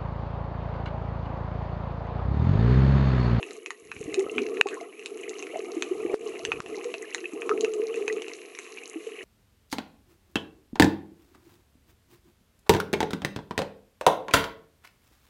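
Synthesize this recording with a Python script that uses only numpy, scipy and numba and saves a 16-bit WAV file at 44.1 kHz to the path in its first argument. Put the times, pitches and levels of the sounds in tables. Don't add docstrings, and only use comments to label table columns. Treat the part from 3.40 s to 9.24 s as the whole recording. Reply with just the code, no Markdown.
import sys
import numpy as np
from scipy import signal
from scipy.fft import rfft, irfft
from scipy.io import wavfile
from scipy.ndimage import uniform_filter1d, map_coordinates
from numba import njit

SR = 44100
rng = np.random.default_rng(int(sys.argv[2]) if len(sys.argv) > 2 else 0)


def undo_db(level):
    steps = np.asarray(level, float) / 20
    return 10 ** steps


def put_to_file(sound):
    columns = np.atleast_2d(sound).T
    safe = np.clip(columns, -1, 1)
    whole_steps = np.round(safe * 32767)
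    wavfile.write(sys.argv[1], SR, whole_steps.astype(np.int16))


N = 257544


def times():
    return np.arange(N) / SR


def unit(x):
    return x / np.sqrt(np.mean(x ** 2))


def colour(x, points, size=4096):
    hz, db = np.transpose(points)
    bins = np.maximum(np.arange(size // 2 + 1), 1) * SR / size
    gain_db = np.interp(np.log(bins), np.log(hz), db)
    cepstrum = irfft(np.log(undo_db(gain_db)))
    cepstrum[1:size // 2] *= 2
    cepstrum[size // 2 + 1:] = 0
    response = irfft(np.exp(rfft(cepstrum)))
    return signal.fftconvolve(x, response)[:N]


def band(x, lo_hz, hi_hz, order=2):
    return signal.sosfilt(signal.butter(order, [lo_hz, hi_hz], "band", fs=SR, output="sos"), x)


def add(out, s, gain, hz, t60, rise, glide=0.):
    t = np.arange(int((rise + t60) * SR)) / SR
    swell = np.sin(np.pi / 2 * np.minimum(t / rise, 1)) ** 2
    decay = 1000. ** (-np.maximum(t - rise, 0) / t60)
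    grain = gain * swell * decay * np.sin(2 * np.pi * hz * t * (1 + glide * t / t60))
    i = max(int(s * SR), 0)
    out[i:i + len(t)] += grain[:N - i]


def sparks(per_s, spread_db):
    chance = rng.random((3, N))
    happens = chance[0] < per_s / SR
    sign = np.sign(chance[1] - .5)
    size_db = -spread_db * np.log(1 - .985 * chance[2])
    return happens * sign * undo_db(size_db)


def patches(per_s):
    return map_coordinates(rng.standard_normal(N // 100), [times() * per_s])


def arch(s, length):
    return np.sin(np.pi * np.clip((times() - s) / length, 0, 1))


# (t/s, slosh level/dB)
SWELL = [(0, -39.5), (.4, -52.5), (.55, -52), (.7, -36), (1.1, -33), (1.3, -35), (1.55, -49), (1.75, -39),
         (2, -39.5), (2.5, -37), (2.72, -30.5), (2.95, -37.5), (3.45, -37), (3.7, -43), (3.9, -44),
         (4.15, -27), (4.4, -39), (4.75, -34.5), (4.85, -41), (5.2, -50.5), (5.84, -41.5)]
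MIDDLING_DB = -40


def swell_level():
    s, db = np.transpose(SWELL)
    return np.interp(times(), s, db)


# (f/Hz, gain per frequency, level/dB)
SLOSH_COLOUR = [(71, -81), (120, -51), (264, -19.5), (380, -7), (438, -5), (466, -7.5), (567, -33),
                (683, -23.5), (773, -38.5), (1000, -45), (2200, -120)]


def gurgles(level_db):
    return undo_db(level_db) * unit(colour(sparks(per_s=900, spread_db=3.0), SLOSH_COLOUR))


# (t/s, peak level/dB, f/Hz, t60/s)
GULPS = [(0.608, -27.5, 426, 0.062), (0.674, -27, 299, 0.085), (0.77, -14.5, 377.7, 0.16),
         (0.863, -23, 450, 0.023), (1.011, -19, 384, 0.075), (1.256, -18, 777, 0.041),
         (1.256, -11, 390, 0.05), (1.869, -27, 430, 0.14), (2.19, -24.5, 427, 0.043),
         (2.364, -21, 331, 0.074), (2.507, -19.5, 359, 0.088), (2.648, -20.5, 345, 0.054),
         (2.736, -10, 421.4, 0.093), (3.446, -24.5, 470, 0.15), (3.822, -32.5, 350, 0.15),
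         (3.931, -26.5, 300, 0.061), (4.093, -19, 418, 0.17), (4.232, -15, 420, 0.098),
         (4.27, -17, 429.3, 0.13), (4.395, -19.5, 404, 0.047), (4.568, -21, 423, 0.08),
         (4.605, -20, 400, 0.085), (4.764, -21.5, 417, 0.071), (5.554, -25, 317, 0.1),
         (5.666, -25.5, 430, 0.053)]


def gulps():
    out = np.zeros(N)
    for s, db, hz, t60 in GULPS:
        add(out, s, undo_db(db), hz, t60, rise=0.11 * t60, glide=0.062)
    return out


# (t/s, level/dB before they waver, f/Hz)
BUBBLES_AND_PIPS = [(0.865, -36, 1260), (0.896, -28.5, 2700), (1.268, -23, 1090), (1.371, -34.5, 1052),
                    (1.411, -31, 675), (2.158, -26.5, 648), (2.998, -34.5, 657), (3.344, -34.5, 2040),
                    (3.376, -38, 800), (3.539, -35, 653), (3.627, -34, 1970), (3.644, -38.5, 1720),
                    (3.841, -35, 1790), (3.842, -32, 2580), (3.8554, -22.5, 2550), (4.1129, -16.5, 1253),
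                    (4.699, -25, 1940)]


def bubbles_and_pips():
    out = np.zeros(N)
    for s, db, hz in BUBBLES_AND_PIPS:
        add(out, s, undo_db(db), hz, t60=65 / hz, rise=0.0012, glide=0.046)
    return out * (1 + 0.15 * patches(250))


# (t/s, length/s, level/dB, centre f/Hz)
SWISHES = [(0.928, 0.13, -33.5, 286), (1.307, 0.056, -42, 1770), (2.126, 0.058, -35.5, 664),
           (2.343, 0.15, -37, 344), (2.674, 0.094, -40, 717) ]


def swishes(froth):
    out = np.zeros(N)
    for s, length, db, hz in SWISHES:
        rush = unit(band(froth, hz / 1.217, hz * 1.162, order=3))
        out += undo_db(db) * arch(s, length) * rush
    return out


def hum(froth):
    centre_hz, width_hz = 436.5, 38.4
    tone = unit(band(froth, centre_hz - width_hz / 2, centre_hz + width_hz / 2))
    shape = np.sqrt(arch(4.05, length=0.785).clip(0))
    return undo_db(-31) * shape * tone


def fizz(level_db):
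    out = np.zeros(N)
    for when, size, pick in rng.random((1600, 3)):
        group_hz = 680 if pick < .48 else 1100
        hz = group_hz * (.88 + 0.31 * (7 * pick % 1))
        gain = undo_db(-3.0 * np.log(1 - .98 * size))
        add(out, when * N / SR, gain, hz, t60=0.054, rise=0.0013, glide=0.11)
    return undo_db(level_db + 2.2 * patches(10)) * unit(out)


def slosh(swell_db, fizz_db):
    froth = sparks(per_s=2500, spread_db=-11.5)
    single = gulps() + bubbles_and_pips()
    return gurgles(swell_db) + single + swishes(froth) + hum(froth) + fizz(fizz_db)


# (t/s, ring level/dB, ring f/Hz, treble level/dB relative to the ring, before filters)
SNAPS_AND_KNOCKS = [(0.0286, -20.5, 2670, -14), (0.1078, -36.5, 2050, 7), (0.2605, -24.5, 2500, -2),
                    (0.3052, -19.5, 1930, -4.5), (0.516, -24, 2540, -11), (0.565, -30.5, 2380, -25),
                    (0.7425, -19.5, 2570, 1), (0.7937, -40, 1990, 17), (0.9813, -10, 2435, -42),
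                    (0.989, -22.5, 2740, -21), (1.1708, -26, 2470, -20), (1.2114, 3, 2614, -25),
                    (1.27, -22, 2500, 1.5), (1.2865, -24.5, 2600, 1), (1.41, -35.5, 2880, 2.5),
                    (1.5938, -32.5, 2660, -5), (1.6591, -27.5, 2530, 5), (1.8935, -45, 2670, 21),
                    (1.992, -39.5, 2520, 11), (2.025, -25.5, 2600, -5), (2.0684, -29, 2280, -9),
                    (2.4228, -16.5, 2500, 1), (2.7427, -28, 1370, -10), (3.0505, -16, 2810, -1.5),
                    (3.1184, -9.5, 2520, -22), (3.203, -22.5, 1220, -4.5), (3.261, -26.5, 2670, -9),
                    (3.4435, -37, 2400, 8), (3.5402, -21.5, 2660, -7), (3.7464, -17, 1980, -0.5),
                    (3.7809, -29, 2780, -7), (4.0192, -23.5, 2450, -15), (4.0928, -16, 1230, -11.5),
                    (4.2084, -35, 2450, 15.5), (4.2465, -19.5, 2660, -6), (4.3365, -44.5, 2500, 19),
                    (4.542, -25, 2500, -7.5), (4.6793, -14.5, 2510, -7.5), (4.726, -32.5, 2480, 8.5),
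                    (4.765, -30.5, 2550, -25), (4.82, -26.5, 2260, 0), (4.882, -31.5, 2600, 1),
                    (5.0625, -52, 2560, -10), (5.1506, -38, 1980, 6), (5.188, -26.5, 2160, 1),
                    (5.265, -38, 2290, -16), (5.373, -29, 2590, -34)]
# (f/Hz, gain per frequency, level/dB)
CRACKLE_COLOUR = [(530, -52), (900, -14), (1110, 5), (1420, -10), (2480, 2), (2800, 5), (3370, -7.5),
                  (4070, -3), (4760, -14.5), (6470, -3), (9500, -15.5), (12400, -24), (20900, -120)]


def near_snaps_and_knocks():
    ring, body, tick = np.zeros((3, N))
    length = 200
    t = times()[:length]
    burst = np.minimum(t / .0005, 1) * 1000. ** (-t / .006)
    noises = rng.standard_normal((len(SNAPS_AND_KNOCKS), 2, length))
    for (s, db, hz, treble_db), noise in zip(SNAPS_AND_KNOCKS, noises):
        add(ring, s, undo_db(db), hz, t60=0.0094, rise=0.0007)
        i = int(s * SR)
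        body[i:i + length] += undo_db(db) * noise[0] * burst
        tick[i:i + length] += undo_db(db + treble_db) * noise[1] * burst
    body = undo_db(9.0) * band(body, 825, 2900, order=4)
    tick = undo_db(12.0) * band(colour(tick, CRACKLE_COLOUR), 3170, 9500, order=3)
    return ring + body + tick


def far_snaps(far_db):
    dull = undo_db(9.0) * band(sparks(per_s=120, spread_db=6.0), 1520, 2770, order=3)
    middling = band(sparks(per_s=110, spread_db=9), 3950, 6340, order=3)
    bright = band(sparks(per_s=160, spread_db=8.0), 6300, 11660, order=3)
    return undo_db(far_db + 3.0) * unit(colour(dull + middling + bright, CRACKLE_COLOUR))


def echo(near, far):
    t = times()[:SR // 8]
    reflections = rng.standard_normal(len(t)) * (rng.random(len(t)) < .03)
    scatter = reflections * 1000. ** (-t / 0.13) * (t > .004)
    scatter[int(.0075 * SR)] += 1.2
    sent = 0.29 * np.tanh(near / 0.15) + far
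    return undo_db(-23.5) * signal.fftconvolve(sent, scatter)[:N]


def reef_hiss(far_db):
    grains = unit(colour(sparks(per_s=2300, spread_db=-2.5), CRACKLE_COLOUR))
    return undo_db(far_db - 0.5 + 2.2 * patches(12)) * grains


def chirps(far_db):
    out = np.zeros(N)
    for when, size, pitch in rng.random((1400, 3)):
        gain = undo_db(-4.5 * np.log(1 - .985 * size))
        add(out, when * N / SR, gain, 1900 * 1.58 ** pitch, t60=0.028, rise=0.0005, glide=0.04)
    return undo_db(far_db + 2.3 + 3.5 * patches(11)) * unit(out)


def snaps_and_knocks(far_db):
    near, far = near_snaps_and_knocks(), far_snaps(far_db)
    return near + far + echo(near, far) + reef_hiss(far_db) + chirps(far_db)


# (t/s, peak level/dB, length/s)
PUSHES = [(1.2133, 17, 0.003), (2.7435, 14, 0.023), (3.2055, 9, 0.03)]


def pushes():
    out = np.zeros(N)
    for s, db, length in PUSHES:
        ebb = np.clip(1 - ((times() - s) / length) ** 2, 0, 1)
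        out += undo_db(db) * (times() > s) * ebb
    return out


# (start t/s, first tick level/dB before its filter)
FLUTTERS = [(2.7432, -22), (3.2185, -26)]


def ticks():
    count, gap_s, fade_db = 14, .00362, -1.4
    out, k = np.zeros(N), np.arange(count)
    for (s, db), chance in zip(FLUTTERS, rng.random((len(FLUTTERS), 2, count))):
        stays = chance[0] > (k / count) ** 2
        sign = np.sign(chance[1] - .5)
        out[((s + k * gap_s) * SR).astype(int)] = undo_db(db + fade_db * k) * stays * sign
    return band(out, 300, 7000, order=1)


# (t/s, length/s, level/dB before the last filter)
BUFFETS = [(0.418, 0.38, -53.5), (0.772, 0.38, -59), (2.447, 0.54, -61.5), (3, 0.35, -49)]
# (t/s, level/dB before the last filter)
THUMPS = [(0.602, -31), (0.656, -32), (2.739, -24), (3.082, -38), (3.197, -32)]


def drag(swell_db):
    gain = undo_db(-81 + 0.65 * (swell_db - MIDDLING_DB))
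    for s, length, db in BUFFETS:
        gain = gain + undo_db(db) * arch(s, length)
    rumble = band(sparks(per_s=130, spread_db=5.0), 57, 410)
    out = gain * unit(band(rumble, 9.1, 270, order=1))
    for s, db in THUMPS:
        add(out, s, undo_db(db), hz=131, t60=0.0035, rise=0.0054)
    return band(out, 35, 2000, order=1)


def whine(level_db):
    tone_hz, mirror_hz, flips_per_s = 10865.2, 11186.8, 82.318
    sign = np.sign(np.sin(np.pi * flips_per_s * times() + .3))
    pulses = 16 * uniform_filter1d(np.gradient(sign), size=15)
    flips = sign + 1j * pulses
    turn = 2j * np.pi * times()
    mirror = undo_db(-5.0) * flips.conj() * np.exp(mirror_hz * turn)
    tones = flips * np.exp(tone_hz * turn) + mirror
    return undo_db(level_db) * tones.real


# (middle t/s, half width/s, depth level/dB)
LULLS = [(.35, 0.19, -11), (1.55, 0.17, -6.5)]


def lull_level():
    return sum(db * np.exp(-((times() - s) / width) ** 2) for s, width, db in LULLS)


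def scene():
    swell_db, lull_db = swell_level(), lull_level()
    fizz_db = -55.5 + 0.69 * (swell_db - MIDDLING_DB) + 0.74 * lull_db
    crackle_db = -56 + lull_db
    whine_db = -60 + 0.46 * lull_db
    water = band(slosh(swell_db, fizz_db) + snaps_and_knocks(crackle_db), 88, 22000)
    return (water + drag(swell_db) + whine(whine_db))[None]


@njit
def peak_follow(x, top, attack, fall):
    over, e = np.empty(len(x)), 1.
    for i in range(len(x)):
        a = abs(x[i]) / top
        if a > e:
            e = e + (a - e) * attack
        else:
            e = max(e * fall, 1.)
        over[i] = e
    return over


def band_limit(x):
    return signal.sosfilt(signal.butter(12, 16410, fs=SR, output="sos"), x)


def record(dry):
    fall = float(undo_db(-190 / SR))
    over = peak_follow(dry[0] + pushes(), top=.6, attack=0.019, fall=fall)
    limited = dry[0] / over + ticks()
    top_cut = signal.cheby1(10, .5, 11300, fs=SR, output="sos")
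    limited = signal.sosfilt(top_cut, limited)
    rounded = limited / (1 + (limited / .74) ** 6) ** (1 / 6)
    return band_limit(rounded[None])


dry = scene()
out = record(dry)
put_to_file(out)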